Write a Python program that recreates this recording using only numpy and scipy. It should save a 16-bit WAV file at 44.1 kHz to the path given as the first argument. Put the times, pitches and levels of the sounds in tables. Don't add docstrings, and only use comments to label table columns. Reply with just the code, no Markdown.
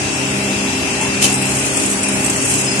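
import sys
import numpy as np
from scipy import signal
from scipy.io import wavfile
from scipy.ndimage import uniform_filter1d

SR = 44100
rng = np.random.default_rng(int(sys.argv[2]) if len(sys.argv) > 2 else 0)


def how_loud(loudness_db):
    steps = np.asarray(loudness_db, float) / 20
    return 10 ** steps


def persist_wave(psi):
    counts = np.round(np.clip(psi, -1, 1) * 32767).astype(np.int16)
    wavfile.write(sys.argv[1], SR, np.atleast_2d(counts).T)


N = 123480

# freq_hz, left_minus_right_db
PORT_LEAN = [(600, .5), (1300, 2.5), (2400, 5), (3900, 2.5), (7300, -2), (9300, 9), (11300, 4.5),
             (13600, -1)]


def read(points, hz):
    f, value = np.transpose(points)
    return np.interp(np.log(hz + 1), np.log(f + 1), value)


def evened(x):
    return x / np.sqrt(np.mean(abs(x) ** 2) + 1e-20)


def add(mix, s, sound):
    part = mix[:, round(s * SR):][:, :sound.shape[1]]
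    part += sound[:, :part.shape[1]]


def sides(lean_db):
    return how_loud(np.array([[.5], [-.5]]) * lean_db)


def wander(width_hz):
    hz = np.fft.fftfreq(N, 1 / SR)
    z = rng.standard_normal((N, 2)) @ np.array([1, 1j])
    return evened(np.fft.ifft(z * np.exp(-(hz / width_hz) ** 2)))


def air(colour, patchy_db):
    # freq_hz, likeness_0_to_1
    port_likeness = [(60, 11), (130, 0.6), (280, 1), (610, 0.66), (1330, -0.28), (2900, 0.03),
                     (6290, -0.07), (13600, -0.13)]
    frames, hz = N // 256 + 5, np.fft.rfftfreq(1024, 1 / SR)
    a, b, c, d, patches = rng.standard_normal((frames, 513, 5)).T
    patches = uniform_filter1d(patches, size=12, axis=0)
    patches = evened(uniform_filter1d(patches, size=14, axis=1))
    same = np.clip(read(port_likeness, hz), -1, 1)[:, None]
    left = a + 1j * b
    right = same * left + np.sqrt(1 - same ** 2) * (c + 1j * d)
    gain = how_loud(read(colour, hz)[:, None] + patchy_db * patches)
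    z = np.array([left, right]) * gain * sides(read(PORT_LEAN, hz))[:, :, None]
    return evened(signal.istft(z, nperseg=1024, noverlap=768)[1][:, :N])


def rumble():
    # freq_hz, density_db
    rumble_colour = [(20, -30), (50, -39), (65, 0), (110, -9.5), (276, -2.5), (500, -12), (800, -11),
                     (1500, -16.5)]
    return how_loud(-24.5) * air(rumble_colour + [(2200, -43.5)], patchy_db=0.53)


def hiss():
    # freq_hz, density_db
    hiss_colour = [(1400, -13.5), (2500, -7.5), (3200, -13), (3800, -13.5), (4900, -12.5), (8000, -11.5),
                   (10000, -20), (12000, -29)]
    return how_loud(-21.5) * air([(900, -24.0)] + hiss_colour + [(14500, -37.5)], patchy_db=1.08)


def hum():
    # freq_hz, level_db, wavering_width_hz
    hum_tones = [(134.8, -47, 3.6), (199.8, -41.5, 2.7), (265.8, -30, 4.1), (297.7, -35, 8.8),
                 (331, -40.5, 0.56), (399.8, -31.5, 1.8), (529.6, -43, 5.5), (601, -44.5, 3.5),
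                 (627, -39, 4.7), (785.5, -42, 4), (842, -44, 6)]
    steady = 0.86
    t, out = np.arange(N) / SR, np.zeros((2, N))
    for hz, db, width_hz in hum_tones:
        unrest = (1 - steady) * np.clip((hz / 400) ** 5, 1.6 - hz / 500, 5)
        turn = np.exp(2j * np.pi * hz * t)
        shared = evened(steady + unrest * wander(width_hz)) * turn * np.exp(2j * np.pi * rng.random())
        opposed = 0.57 * min(hz / 600, 1) * wander(width_hz) * turn
        out += np.sqrt(2) * how_loud(db) * np.array([shared + opposed, shared - opposed]).real
    return out


def twins():
    # shaft_multiple, level_db, cancelling_s
    twin_orders = [(2, -32, .82), (3, -30, 0.1)]
    shaft_hz, slip_hz = 66.37, .415
    t, out = np.arange(N) / SR, 0
    for k, db, s in twin_orders:
        beat = np.sin(np.pi * k * slip_hz * (t - s))
        out = out + 2 * how_loud(db) * beat * np.cos(2 * np.pi * k * shaft_hz * t)
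    return out


def whine():
    # time_s, level_db, wavering_0_to_1
    whine_course = [(0.0, -39.5, 0.2), (0.05, -32.5, 0.2), (0.75, -33, 0), (1.28, -27.5, 0.25),
                    (1.4, -38, 0.1), (1.45, -27, 0.25), (1.56, -47, 0.15), (1.58, -34, 0.3),
                    (1.88, -36, 0.3), (1.95, -44, 0.15), (2.06, -29, 0), (2.12, -39.5, 0.25),
                    (2.27, -30, 0.2), (2.32, -45, 0.15), (2.43, -33, 0.25), (2.8, -34, 0.06)]
    # offset_hz, level_db
    gear_sidebands = [(-277, -11.5), (-240, -6), (-200, -12.5), (-121, -11), (77.5, -12.5), (349, -11),
                      (620.5, -19), (1280.5, -13)]
    mesh_hz, lean_db, port_lag_rad = 2686, 12.5, 0.12
    sideband_hold = .6
    t, (s, course_db, course_shake) = np.arange(N) / SR, np.transpose(whine_course)
    db = np.interp(t, s, course_db)
    shake = np.clip(np.interp(t, s, course_shake), 0, 1)
    left = 1 - shake + shake * wander(4.8)
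    right = np.exp(1j * port_lag_rad) * (1 - shake) + shake * wander(5.4)
    out = np.array([left, right])
    for off_hz, side_db in gear_sidebands:
        gain = how_loud(side_db + sideband_hold * (db.mean() - db))
        out = out + gain * np.array([wander(6.6), wander(4.7)]) * np.exp(2j * np.pi * off_hz * t)
    turn = np.exp(2j * np.pi * mesh_hz * t)
    return np.sqrt(2) * how_loud(db) * sides(lean_db) * (out * turn).real


def knocks(mix, bright):
    # start_s, level_db, body_hz, t60_s, click_db
    cylinder_knocks = [
        (1.008, -14, 887, 0.054, -6),
        (1.022, -9.5, 887, 0.047, -21),
        (1.049, -21.5, 887, 0.11, -24),
        (1.296, -18.5, 765, 0.11, -4),
    ]
    t = np.arange(0, .25, 1 / SR)
    for s, db, hz, t60, click_db in cylinder_knocks:
        ring = np.sin(2 * np.pi * hz * t)
        ring += 0.41 * np.sin(2 * np.pi * hz * 1.13 * t) + 0.3 * np.sin(2 * np.pi * hz * 2.4 * t)
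        puff = how_loud(click_db - 60 * t / 0.34) * bright[:, round(s * SR):][:, :len(t)]
        body = how_loud(-60 * t / t60) * ring * sides(2.3)
        add(mix, s, how_loud(db) * np.minimum(t / 0.0042, 1) * (body + puff))


def vent():
    # time_s, pressure_db
    vent_pressure = [
        (1.2, -36),
        (1.212, -24),
        (1.225, -10),
        (1.235, -14),
        (1.245, -10.5),
        (1.258, -13),
        (1.272, -15.5),
        (1.285, -20),
        (1.33, -24),
    ]
    # freq_hz, density_db
    nozzle_colour = [(900, -8), (1800, -11.5), (2700, -2), (3200, -6), (4200, -7.5), (7600, -1.5),
                     (10000, -7.5), (14100, -22)]
    # time_s, boost_db
    spool_slams = [
        (1.2285, 3.5),
        (1.2445, 4.5),
        (1.2555, 3),
    ]
    pipe_hz, pipe_width_hz, pipe_db, pipe_s = 3100, 120, -3, 1.245
    slam_s = .0012
    t, (s, db) = np.arange(N) / SR, np.transpose(vent_pressure)
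    pipe = (wander(pipe_width_hz) * np.exp(2j * np.pi * pipe_hz * t)).real
    pipe = pipe * np.exp(-((t - pipe_s) / .012) ** 2)
    jet = air(nozzle_colour, patchy_db=1.5) * how_loud(.7 * wander(150.).real)
    jet = jet + how_loud(pipe_db) * pipe * sides(3.)
    slam_db = sum(boost_db * np.exp(-((t - at) / slam_s) ** 2) for at, boost_db in spool_slams)
    return how_loud(np.interp(t, s, db, left=-99, right=-99) + slam_db) * jet


def squeaks(mix):
    # peak_s, level_db, left_minus_right_db, rise_s, fall_s
    roller_squeaks = [
        (2.686, -22.5, 9, 0.013, 0.0071),
        (2.697, -30, -7, .008, .012),
        (2.719, -26, 13, 0.0071, 0.015),
        (2.76, -34, 1, .02, .045),
    ]
    squeak_hz = 5078
    t = np.arange(-.05, .08, 1 / SR)
    for s, db, lean_db, rise, fall in roller_squeaks:
        shape = np.exp(-abs(t / np.where(t < 0, rise, fall)) ** 1.8)
        tone = np.sin(2 * np.pi * squeak_hz * (s + t) + np.array([[0], [.6]]))
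        add(mix, s - .05, np.sqrt(2) * how_loud(db) * sides(lean_db) * shape * tone)


def chain_run():
    # time_s, rattle_db
    run_course = [
        (1.29, -59),
        (1.33, -26),
        (1.7, -27),
        (1.94, -24.5),
        (1.98, -30),
        (2.2, -27),
        (2.332, -29),
        (2.5, -22.5),
        (2.8, -31.5),
    ]
    s, db = np.transpose(run_course)
    return how_loud(np.interp(np.arange(N) / SR, s, db))


def rattle(run):
    # freq_hz, level_db, t60_s
    link_modes = [(6550, -9, .05), (7060, -7, .05), (7530, -6, .08), (7910, -1, .06), (8050, -1, .05),
                  (8330, -5, .06), (8610, -3, .06), (8743, -3, .14), (9070, -5, .06), (9770, -7, .08),
                  (10200, -9, .04)]
    taps_per_s, spread_db = 3000, 3
    ring, out = np.arange(6000) / SR, np.zeros((2, N))
    taps = how_loud(spread_db * np.minimum(rng.exponential(1, N), 4)) * (rng.random(N) < taps_per_s / SR)
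    taps = taps * run
    which = rng.integers(0, 2 * len(link_modes), N)
    for k, (hz, link_db, t60) in enumerate(link_modes + link_modes):
        port = k // len(link_modes)
        mode = how_loud(link_db - 60 * ring / t60) * np.sin(2 * np.pi * hz * ring)
        mode = mode * np.minimum(ring / 0.00064, 1) / np.sqrt(t60)
        gain = sides(read(PORT_LEAN, hz))[port, 0]
        out[port] += gain * signal.oaconvolve(taps * (which == k), mode)[:N]
    return evened(out) * np.sqrt(np.mean(run ** 2))


def ticks():
    ticks_per_s, tick_s, depth = 90, .004, .8
    train = np.minimum(rng.exponential(1, N), 2) * (rng.random(N) < ticks_per_s / SR)
    t = np.arange(0, 8 * tick_s, 1 / SR)
    pulse = t / tick_s * np.exp(1 - t / tick_s) ** 0.94
    return evened(1 + depth * signal.oaconvolve(train, pulse)[:N])


def scrape_noise():
    colour = [(3000, -34), (5500, -7.0), (7200, -3.5), (8200, -4.5), (10000, -7), (11500, -12.5),
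              (14000, -25.5), (15000, -60)]
    return air(colour, patchy_db=-1.5)


def jolts(mix, bright):
    # start_s, peak_db, link_pitch_hz, left_minus_right_db
    chain_jolts = [(1.314, -23, 8740, 0), (1.34, -10, 8100, 0), (1.378, -17, 8230, 0), (1.49, -25, 8100, 0),
                   (1.7, -23, 8500, -3), (1.927, -18, 8000, 0), (2.1404, -19, 8700, -7),
                   (2.153, -16, 7400, -6), (2.26, -9, 7970, -3), (2.482, -17, 8100, 0),
                   (2.552, -11, 8000, 0), (2.595, -16, 8000, 0), (2.792, -9.5, 7300, 0),
                   (1.3252, -12, 8240, -2), (1.4535, -14, 7780, -4), (1.5676, -11.5, 8220, 1),
                   (1.6156, -21, 8160, -5), (1.7683, -8, 7840, 0), (1.7982, -13, 8100, -6),
                   (1.8321, -15.5, 7920, -4), (1.86, -11, 7950, -7.5), (1.9119, -15, 7940, -15),
                   (2.0311, -8.5, 8020, -2), (2.084, -10.5, 8600, 2), (2.122, -18, 8070, -9),
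                   (2.2432, -9.5, 7800, -5), (2.2972, -7, 7600, -3), (2.3604, -12.5, 7580, -4),
                   (2.4218, -15, 7870, -11), (2.4572, -14, 8270, -4), (2.496, -11, 8670, -6),
                   (2.537, -8, 7900, -2), (2.5769, -29, 8800, 1), (2.6433, -13.5, 7800, -1),
                   (2.7291, -33, 7900, -14), (2.757, -23, 8600, -15)]
    port_shift = np.array([[1.05], [.98]])
    jolt_db, ring_db = -8, 4
    body_t60_s, ring_t60_s = 0.082, 0.056
    for s, db, hz, lean_db in chain_jolts:
        t = np.arange(0, min(.12, N / SR - s), 1 / SR)[:-2]
        chance = rng.random((2, 2))
        ring = 0
        for k, f in enumerate((1, 1.045)):
            ring = ring + np.sin(2 * np.pi * (hz * f * port_shift * t + chance[:, k:k + 1]))
        ring = how_loud(ring_db - 60 * t / ring_t60_s) * ring
        body = how_loud(-60 * t / body_t60_s) * bright[:, round(s * SR):][:, :len(t)]
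        add(mix, s, how_loud(db + jolt_db) * sides(lean_db) * np.minimum(t / 0.002, 1) * (body + ring))


def scene():
    mix = rumble() + hiss() + hum() + twins() + whine() + vent()
    wide_colour = [(500, -33), (2500, -9), (4000, -18), (5500, -12), (7600, -6), (10500, -16), (14000, -34)]
    knocks(mix, air(wide_colour, patchy_db=1.5))
    squeaks(mix)
    run, scrape = chain_run(), scrape_noise()
    mix += rattle(run) + run * scrape * ticks()
    jolts(mix, np.roll(scrape, SR, axis=1))
    return mix


def starve(x):
    # freq_hz, readiness_to_drop_sigmas
    starved_bands = [(2800, -5), (3750, -.5), (4300, -.6), (4900, -2), (10200, -3.2), (11400, -.3),
                     (12800, -.9), (14200, .9)]
    starve_per_db, rescue_per_db = .13, .25
    thin_sigmas, thin_over = 1.3, 1.45
    mid_side = np.array([x[0] + x[1], x[0] - x[1]]) / 2
    hz, t, z = signal.stft(mid_side, SR, nperseg=1024, noverlap=768)
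    band = np.floor(np.where(hz < 6000, hz / 170, 30 + hz / 690)).astype(int)
    luck = rng.standard_normal((len(t) // 4 + 1, band.max() + 1, 3)).T
    luck = evened(uniform_filter1d(luck[:1] + .2 * luck[1:], size=3, axis=2))
    luck = luck[:, band][:, :, np.arange(len(t)) // 4]
    power = abs(z) ** 2
    busy_db = 10 * np.log10(np.mean(power[:, (hz > 7000) & (hz < 10000)], axis=(0, 1)) + 1e-14)
    weak_db = 10 * np.log10(np.mean(power[:, hz > 11500], axis=(0, 1)) + 1e-14)
    mask_db = busy_db - weak_db
    near = np.sqrt(abs(uniform_filter1d(power, size=9, axis=1))) + 1e-9
    rise_db = 20 * np.log10(near / np.median(near, axis=2, keepdims=True))
    spare = luck + rescue_per_db * np.maximum(rise_db - 4, 0) - read(starved_bands, hz)[:, None]
    spare = spare - starve_per_db * (mask_db - np.median(mask_db))
    whole = spare > thin_sigmas
    thinned = (spare > 0) * (spare <= thin_sigmas) * (abs(z) > thin_over * near)
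    kept = whole + thin_over * thinned
    mid, side = signal.istft(z * kept, SR, nperseg=1024, noverlap=768)[1][:, :N]
    return np.array([mid + side, mid - side])


def top_cut(x):
    return signal.sosfilt(signal.butter(12, 14250, fs=SR, output="sos"), x)


def record(dry):
    low_cut = signal.butter(4, 64, "high", fs=SR, output="sos")
    thinned = starve(signal.sosfilt(low_cut, dry))
    clipped = np.clip(thinned, -1.0, 1.0)
    return top_cut(clipped)


dry = scene()
out = record(dry)
persist_wave(out)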